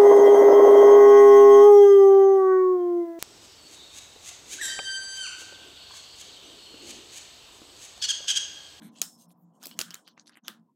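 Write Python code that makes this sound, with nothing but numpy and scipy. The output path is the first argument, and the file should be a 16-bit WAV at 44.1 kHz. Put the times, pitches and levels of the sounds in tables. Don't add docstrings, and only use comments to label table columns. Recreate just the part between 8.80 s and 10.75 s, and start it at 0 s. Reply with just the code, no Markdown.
import sys
import numpy as np
from scipy import signal
from scipy.fft import rfft, irfft
from scipy.io import wavfile
from scipy.ndimage import uniform_filter1d

SR = 44100
rng = np.random.default_rng(int(sys.argv[2]) if len(sys.argv) > 2 else 0)


def transcribe(signal):
    frames = np.atleast_2d(signal).T
    limited = np.clip(frames, -1, 1)
    pcm = np.round(limited * 32767).astype(np.int16)
    wavfile.write(sys.argv[1], SR, pcm)


def volts_from_decibels(level):
    exponent = np.asarray(level, float) / 20
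    return 10 ** exponent


N = 85995
T = np.arange(N) / SR

SPLIT_HZ = 7800
CRACK_T60_S = 0.0055
THUMP_HZ, THUMP_T60_S = 344.1, 0.03


def unit(x):
    return x / np.sqrt(np.mean(x ** 2))


def peak_one(x):
    return x / np.abs(x).max()


def band(x, lo_hz, hi_hz):
    return signal.sosfilt(signal.butter(2, [lo_hz, min(hi_hz, 0.49 * SR)], "band", fs=SR, output="sos"), x)


def noise_band(lo_hz, hi_hz):
    return unit(band(rng.standard_normal(N), lo_hz, hi_hz))


def lowpass(x, order, hz):
    return signal.sosfilt(signal.butter(order, hz, fs=SR, output="sos"), x)


def coloured(points):
    hz, db = np.array(points).T
    f = np.arange(N // 2 + 1) * SR / N + 1
    curve_db = np.interp(np.log(f), np.log(hz), db, left=-80, right=-80)
    return unit(irfft(rfft(rng.standard_normal(N)) * volts_from_decibels(curve_db), N))


def walk(rate):
    k = int(SR / rate)
    steps = np.repeat(rng.standard_normal(N // k + 1), k)
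    return unit(uniform_filter1d(uniform_filter1d(steps, k), k)[:N])


def ring(t, hz, t60):
    return np.sin(2 * np.pi * hz * t) * 1000. ** (-t / t60)


def add(out, s, x):
    i = int(s * SR)
    out[i:i + len(x)] += x[:max(N - i, 0)]


# f/Hz, width/Hz, level/dB
DRONE_BANDS = [(172.8, 12.2, -2), (225.7, 36, -3), (302.3, 20, -4), (123, 58, -12), (216, 130, -3.5)]
# f/Hz, level/dB per Hz
AIR_COLOUR = [(190, -36.5), (330, -2.5), (372, -5.5), (730, 0), (912, -4), (1020, 2.5), (1150, -8),
              (2110, -37), (2200, -42.5), (2860, -69), (4840, -120)]
# t/s, drone level/dB, favoured f/Hz, air level/dB
GATE_OPENING = [(0.0, -46, 260, -64.5), (.09, -50, 220, -64.5), (0.16, -58, 240, -64.5),
                (.32, -60, 190, -67), (0.504, -60.5, 170, -69.5), (0.7, -59.5, 170, -74),
                (0.764, -63.5, 220, -67.5), (0.912, -57.5, 240, -64.5), (1.0, -51, 215, -68.5),
                (1.14, -60, 170, -69), (1.222, -67, 200, -69.5), (1.42, -66, 230, -71),
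                (1.558, -62, 300, -73), (1.682, -57, 230, -66.5), (1.84, -62, 185, -77.5),
                (1.95, -75.5, 230, -98)]


def background():
    s, drone_db, favoured_hz, air_db = np.array(GATE_OPENING).T
    favoured = np.interp(T, s, favoured_hz)
    drone = np.zeros(N)
    for hz, width, db in DRONE_BANDS:
        off_pitch_db = 20 * np.abs(np.log2(hz / favoured))
        drone += volts_from_decibels(db + 2.0 * walk(7.6) - off_pitch_db) * noise_band(hz - width / 2, hz + width / 2)
    drone = unit(drone) * volts_from_decibels(np.interp(T, s, drone_db))
    air = coloured(AIR_COLOUR) * volts_from_decibels(0.99 * walk(28)) * volts_from_decibels(np.interp(T, s, air_db))
    hiss = volts_from_decibels(-93.5) * rng.standard_normal(N)
    return drone + air + hiss


# f/Hz, level/dB per Hz
CLOTH_COLOUR = [(130, 3), (1700, 8.5), (2300, -0.5), (3100, 4), (5000, 0.5), (6600, 3), (10000, -3.5),
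                (14800, -6), (17000, -5)]
# start t/s, length t/s, level/dB, low edge f/Hz, high edge f/Hz
CLOTH_SLIDES = [(0, .12, -61.5, 1200, 5700), (0.011, 0.09, -61, 7400, 14800),
                (0.15, .075, -57, 2300, 10000), (.11, .11, -70, 1200, 16000),
                (0.135, 0.09, -68, 2600, 4200), (0.37, 0.1, -60, 4000, 16500),
                (.4, 0.047, -76.5, 2770, 3130), (0.49, 0.045, -74, 2100, 6500),
                (0.48, 0.03, -70, 9500, 16050), (.505, .03, -66, 7800, 16050),
                (0.566, 0.092, -75.5, 11700, 16740), (0.601, 0.13, -91, 5600, 8910),
                (0.73, 0.085, -77.5, 4800, 16240), (.72, .075, -87, 2800, 3400),
                (.833, 0.037, -48, 2940, 6100), (0.795, 0.17, -56.5, 2400, 16340),
                (0.855, 0.032, -51, 250, 950), (.985, .045, -49, 140, 800), (1.675, .04, -56, 160, 1500),
                (1.265, .04, -68, 1000, 1750), (1.27, .03, -70, 13000, 16000), (.82, .04, -54, 600, 1700),
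                (0.959, 0.044, -62.5, 1180, 15800), (1.01, .22, -59, 1000, 4200),
                (1.24, 0.1, -63.5, 2900, 6000), (1.27, 0.03, -74, 7000, 11000),
                (1.365, 0.03, -66, 1500, 4000), (1.375, .06, -65, 3800, 7400),
                (1.455, 0.055, -61, 3000, 6500), (1.458, .055, -68, 7000, 12500),
                (1.503, 0.078, -67, 1510, 4740), (1.55, 0.044, -71.5, 7200, 15100),
                (1.638, 0.08, -59, 2200, 4200), (1.63, 0.075, -61, 5000, 7800),
                (1.665, .06, -62, 8000, 16000), (1.64, .03, -80, 10500, 13500),
                (1.635, .04, -68, 1200, 1800), (1.55, .055, -63, 1700, 3200), (.27, .12, -65, 4500, 16000),
                (1.865, 0.068, -74, 900, 1163)]


def rustle():
    grain_db, streak_db = 2, 4
    out = np.zeros(N)
    noise = coloured(CLOTH_COLOUR) * volts_from_decibels(grain_db * walk(500))
    for s, length, db, lo_hz, hi_hz in CLOTH_SLIDES:
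        a, b = int(max(s, 0) * SR), int((s + length) * SR)
        swell = np.sin(np.pi * np.linspace(0, 1, b - a) ** 0.85) ** 2
        spectrum = rfft(band(band(noise[a:b], lo_hz, hi_hz), lo_hz, 0.92 * hi_hz))
        streaks = np.interp(np.linspace(0, 59, len(spectrum)), np.arange(60), rng.standard_normal(60))
        slide = unit(irfft(spectrum * volts_from_decibels(streak_db * streaks), b - a))
        out[a:b] += volts_from_decibels(db) * swell ** 0.7 * slide
    return out


def tick(hz, treble_db, cap_hz):
    note_t60_s, cap_db, crack_db, thump_db = 0.006, -4, -3, -22
    t = np.arange(SR // 8) / SR
    low, high = min(hz, cap_hz), max(hz, cap_hz)
    crack = rng.standard_normal(len(t)) * 1000. ** (-t / CRACK_T60_S)
    body = ring(t, hz, note_t60_s) + volts_from_decibels(cap_db) * ring(t, cap_hz, note_t60_s)
    body = body + volts_from_decibels(crack_db) * band(crack, 0.75 * low, 1.25 * high)
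    body = lowpass(body, 6, 1.25 * high)
    top = band(band(crack, SPLIT_HZ, 11500), SPLIT_HZ, 13500)
    thump = ring(t, THUMP_HZ, THUMP_T60_S) * np.minimum(t / 0.002, 1)
    return peak_one(body) + volts_from_decibels(treble_db) * peak_one(top) + volts_from_decibels(thump_db) * thump


# t/s, peak level/dB, barrel f/Hz, treble level/dB, cap f/Hz
LIGHT_TOUCHES = [(0.0217, -42, 1640, -18.5, 3300), (.160, -48, 3300, -20, 5000),
                 (0.186, -41, 4800, -14, 7500), (0.196, -45, 4000, -4, 8000), (.506, -58, 2500, -3, 5500),
                 (.9128, -35, 3150, -18, 4200), (.9145, -43, 3050, -20, 4400), (.940, -49, 4500, -12, 3100),
                 (1.2734, -46, 3000, -16, 4600), (1.2772, -36, 4600, -18, 3200),
                 (1.2815, -45, 3200, -10, 4700), (1.2865, -44, 3150, -18, 4800),
                 (1.3772, -39, 2040, -45, 1200), (1.378, -50, 6300, -40, 4300),
                 (1.3965, -37, 6200, -46, 4700), (1.405, -52, 6400, -41, 5500),
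                 (1.410, -55, 6200, -41, 5000), (1.460, -52, 4000, -20, 5500),
                 (1.4712, -42, 4400, -10, 6000), (1.4778, -40, 4400, -16, 6200),
                 (1.4945, -43, 5000, -6, 1700), (1.4975, -49, 1600, -14, 3500),
                 (1.521, -56, 2000, -24, 6500), (1.525, -54, 1900, -20, 3800),
                 (1.533, -55, 3040, -30, 2000), (1.543, -53, 4400, -28, 5000),
                 (1.5555, -44, 2300, -18, 2800), (1.5718, -39.5, 2100, -11, 2900),
                 (1.580, -54, 2300, -15, 3000), (1.675, -42, 3400, -14, 5400),
                 (1.686, -41, 3070, -11.5, 4800), (1.690, -45, 3500, -10, 7500),
                 (1.705, -47, 3300, -10.5, 5200), (1.764, -55, 1300, -30, 900),
                 (1.797, -72, 5000, -15, 7500)]


def ticks():
    out = np.zeros(N)
    for s, db, hz, treble_db, cap_hz in LIGHT_TOUCHES:
        add(out, s, volts_from_decibels(db) * tick(hz, treble_db, cap_hz))
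    return out


# f/barrel f, level/dB
BARREL_OVERTONES = [(.47, -20.5), (1.45, -6), (2.15, -11.5)]


def knock(hz, treble_db):
    barrel_t60_s, barrel_db, contact_cycles, thump_db = 0.006, -7, 0.4, -25
    t = np.arange(SR // 8) / SR
    crack = rng.standard_normal(len(t)) * 1000. ** (-t / CRACK_T60_S)
    body = band(band(crack, 0.42 * hz, 2.2 * hz), 0.36 * hz, 20000)
    body = body + volts_from_decibels(barrel_db) * ring(t, hz, barrel_t60_s)
    for ratio, db in BARREL_OVERTONES:
        detune = 1 + 0.05 * rng.standard_normal()
        body = body + volts_from_decibels(db) * ring(t, hz * ratio * detune, 0.7 * barrel_t60_s)
    body = body * np.minimum(t * hz / contact_cycles, 1)
    body = lowpass(body, 6, min(4.9 * hz, SPLIT_HZ))
    top = band(band(crack, SPLIT_HZ, 15000), SPLIT_HZ, 19000)
    thump = ring(t, THUMP_HZ, THUMP_T60_S)
    thump = thump + ring(t, 2.1 * THUMP_HZ, 0.47 * THUMP_T60_S)
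    thump = thump + 1.6 * ring(t, 3.9 * THUMP_HZ, 0.3 * THUMP_T60_S)
    thump = thump * np.minimum(t / 0.0018, 1)
    return peak_one(body) + volts_from_decibels(treble_db) * peak_one(top) + volts_from_decibels(thump_db) * thump


# t/s, peak level/dB, barrel f/Hz, treble level/dB
HARD_HITS = [(0.2164, -8.5, 6900, -3), (0.2178, -18, 6300, -5), (0.2209, -32, 3160, -13),
             (0.227, -33.5, 5380, -8), (0.2265, -27.5, 4480, -8), (.8290, -36, 7040, -7),
             (0.8352, -36, 7400, -1.5), (0.8375, -38, 7800, -4), (.8527, -37.5, 4700, -11),
             (0.8562, -28.5, 4460, 0), (.858, -33, 8500, 2), (0.8695, -29.5, 5640, 4.5),
             (0.9904, -14, 6000, -7.5), (.9918, -21, 3000, -6), (0.9959, -31, 6880, -1.5),
             (1.0004, -30.5, 3000, -3), (1.004, -20.5, 4860, -2), (1.0102, -29, 6865, 0),
             (1.0130, -16.5, 4500, -6.5), (1.0150, -18, 6000, -12), (1.02, -34, 8000, 5),
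             (1.1065, -27.5, 3400, -11), (1.1109, -35, 3050, -11.5), (1.1396, -39.5, 2520, -8),
             (1.1431, -25.5, 6770, -5), (1.1536, -36, 3100, -8.5), (1.6813, -20.5, 3300, -4)]


def knocks():
    out = np.zeros(N)
    for s, db, hz, treble_db in HARD_HITS:
        add(out, s, volts_from_decibels(db) * knock(hz, treble_db))
    return out


# f/Hz, level/dB, t60/s, part (1 clip tongue, 2 clip edge, 3 barrel), half width/f
BUZZ_NOTES = [(5324, -2, .36, 1, .018), (7800, -12, .25, 2, .02), (10720, -12, .2, 2, .015),
              (12150, -6, .16, 2, .012), (14850, -6, .2, 2, .015), (3110, -9, .2, 3, .05),
              (4500, -14, .16, 3, .06)]
# t/s, clip tongue level/dB, clip edge level/dB, barrel level/dB
BUZZ_STARTS = [
    (.217, -43, -47, -55.5),
    (.8365, -70, -53, -55),
    (.857, -62.5, -50, -62),
    (.870, -79, -64.5, -70),
    (.913, -77, -79, -49),
    (.991, -56, -52, -37),
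    (1.111, -80, -63, -46),
    (1.143, -76, -77, -60.5),
    (1.277, -80, -82, -69),
    (1.683, -82, -76, -62),
]


def metal():
    chatter_db, chatter_per_s = 3, 90
    out = np.zeros(N)
    for hz, db, t60, part, width in BUZZ_NOTES:
        envelope = np.zeros(N)
        for shake in BUZZ_STARTS:
            since = T - shake[0]
            envelope += volts_from_decibels(shake[int(round(part))]) * (since > 0) * 1000. ** (-np.maximum(since, 0) / t60)
        chatter = volts_from_decibels(db + chatter_db * walk(chatter_per_s))
        out += chatter * envelope * noise_band(hz * (1 - width), hz * (1 + width))
    return out


# f/Hz, level/dB, t60/s
ROOM_BANDS = [(756, -30, 0.12), (1400, -23, 0.22), (2250, -35, 0.15), (3400, -29.5, 0.22),
              (5200, -33, 0.25), (7510, -29.5, 0.3), (10500, -27, 0.22), (14900, -22, 0.22)]


def room(x):
    first_echo_s, gate_hold_s, gate_floor_db = 0.0033, 0.23, -80
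    t = np.arange(SR // 2) / SR
    out = np.zeros(N)
    for hz, db, t60 in ROOM_BANDS:
        fade = 1e6 ** (-t / t60) * (t > first_echo_s)
        fade = fade * np.exp(-2 * (t / gate_hold_s) ** 4)
        heard = band(band(x, hz / 1.2, hz * 1.23), hz / 1.25, hz * 1.3)
        power = np.abs(signal.fftconvolve(heard ** 2, fade)[:N]) * volts_from_decibels(2 * db) * 460 / hz
        level = power ** 1.5 / (power + volts_from_decibels(2 * gate_floor_db))
        out += level * noise_band(hz / 1.2, hz * 1.23)
    return out


def scene():
    quiet = background() + rustle()
    hits = ticks() + knocks()
    soft = quiet + metal() + room(hits)
    soft = signal.sosfilt(signal.ellip(8, 0.3, 60, 15900, fs=SR, output="sos"), soft)
    return (hits + soft)[None]


def roll_off(x):
    return signal.sosfilt(signal.butter(12, 16990, fs=SR, output="sos"), x)


def record(dry):
    dropout_s, dropout_width_s, dropout_db = 1.614, 0.016, -24
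    x = signal.sosfilt(signal.butter(2, 110, "high", fs=SR, output="sos"), dry)
    x = x * volts_from_decibels(dropout_db * np.exp(-((T - dropout_s) / dropout_width_s) ** 2))
    x = signal.sosfilt(signal.ellip(8, 0.3, 70, 16900, fs=SR, output="sos"), x)
    return roll_off(x)


dry = scene()
out = record(dry)
transcribe(out)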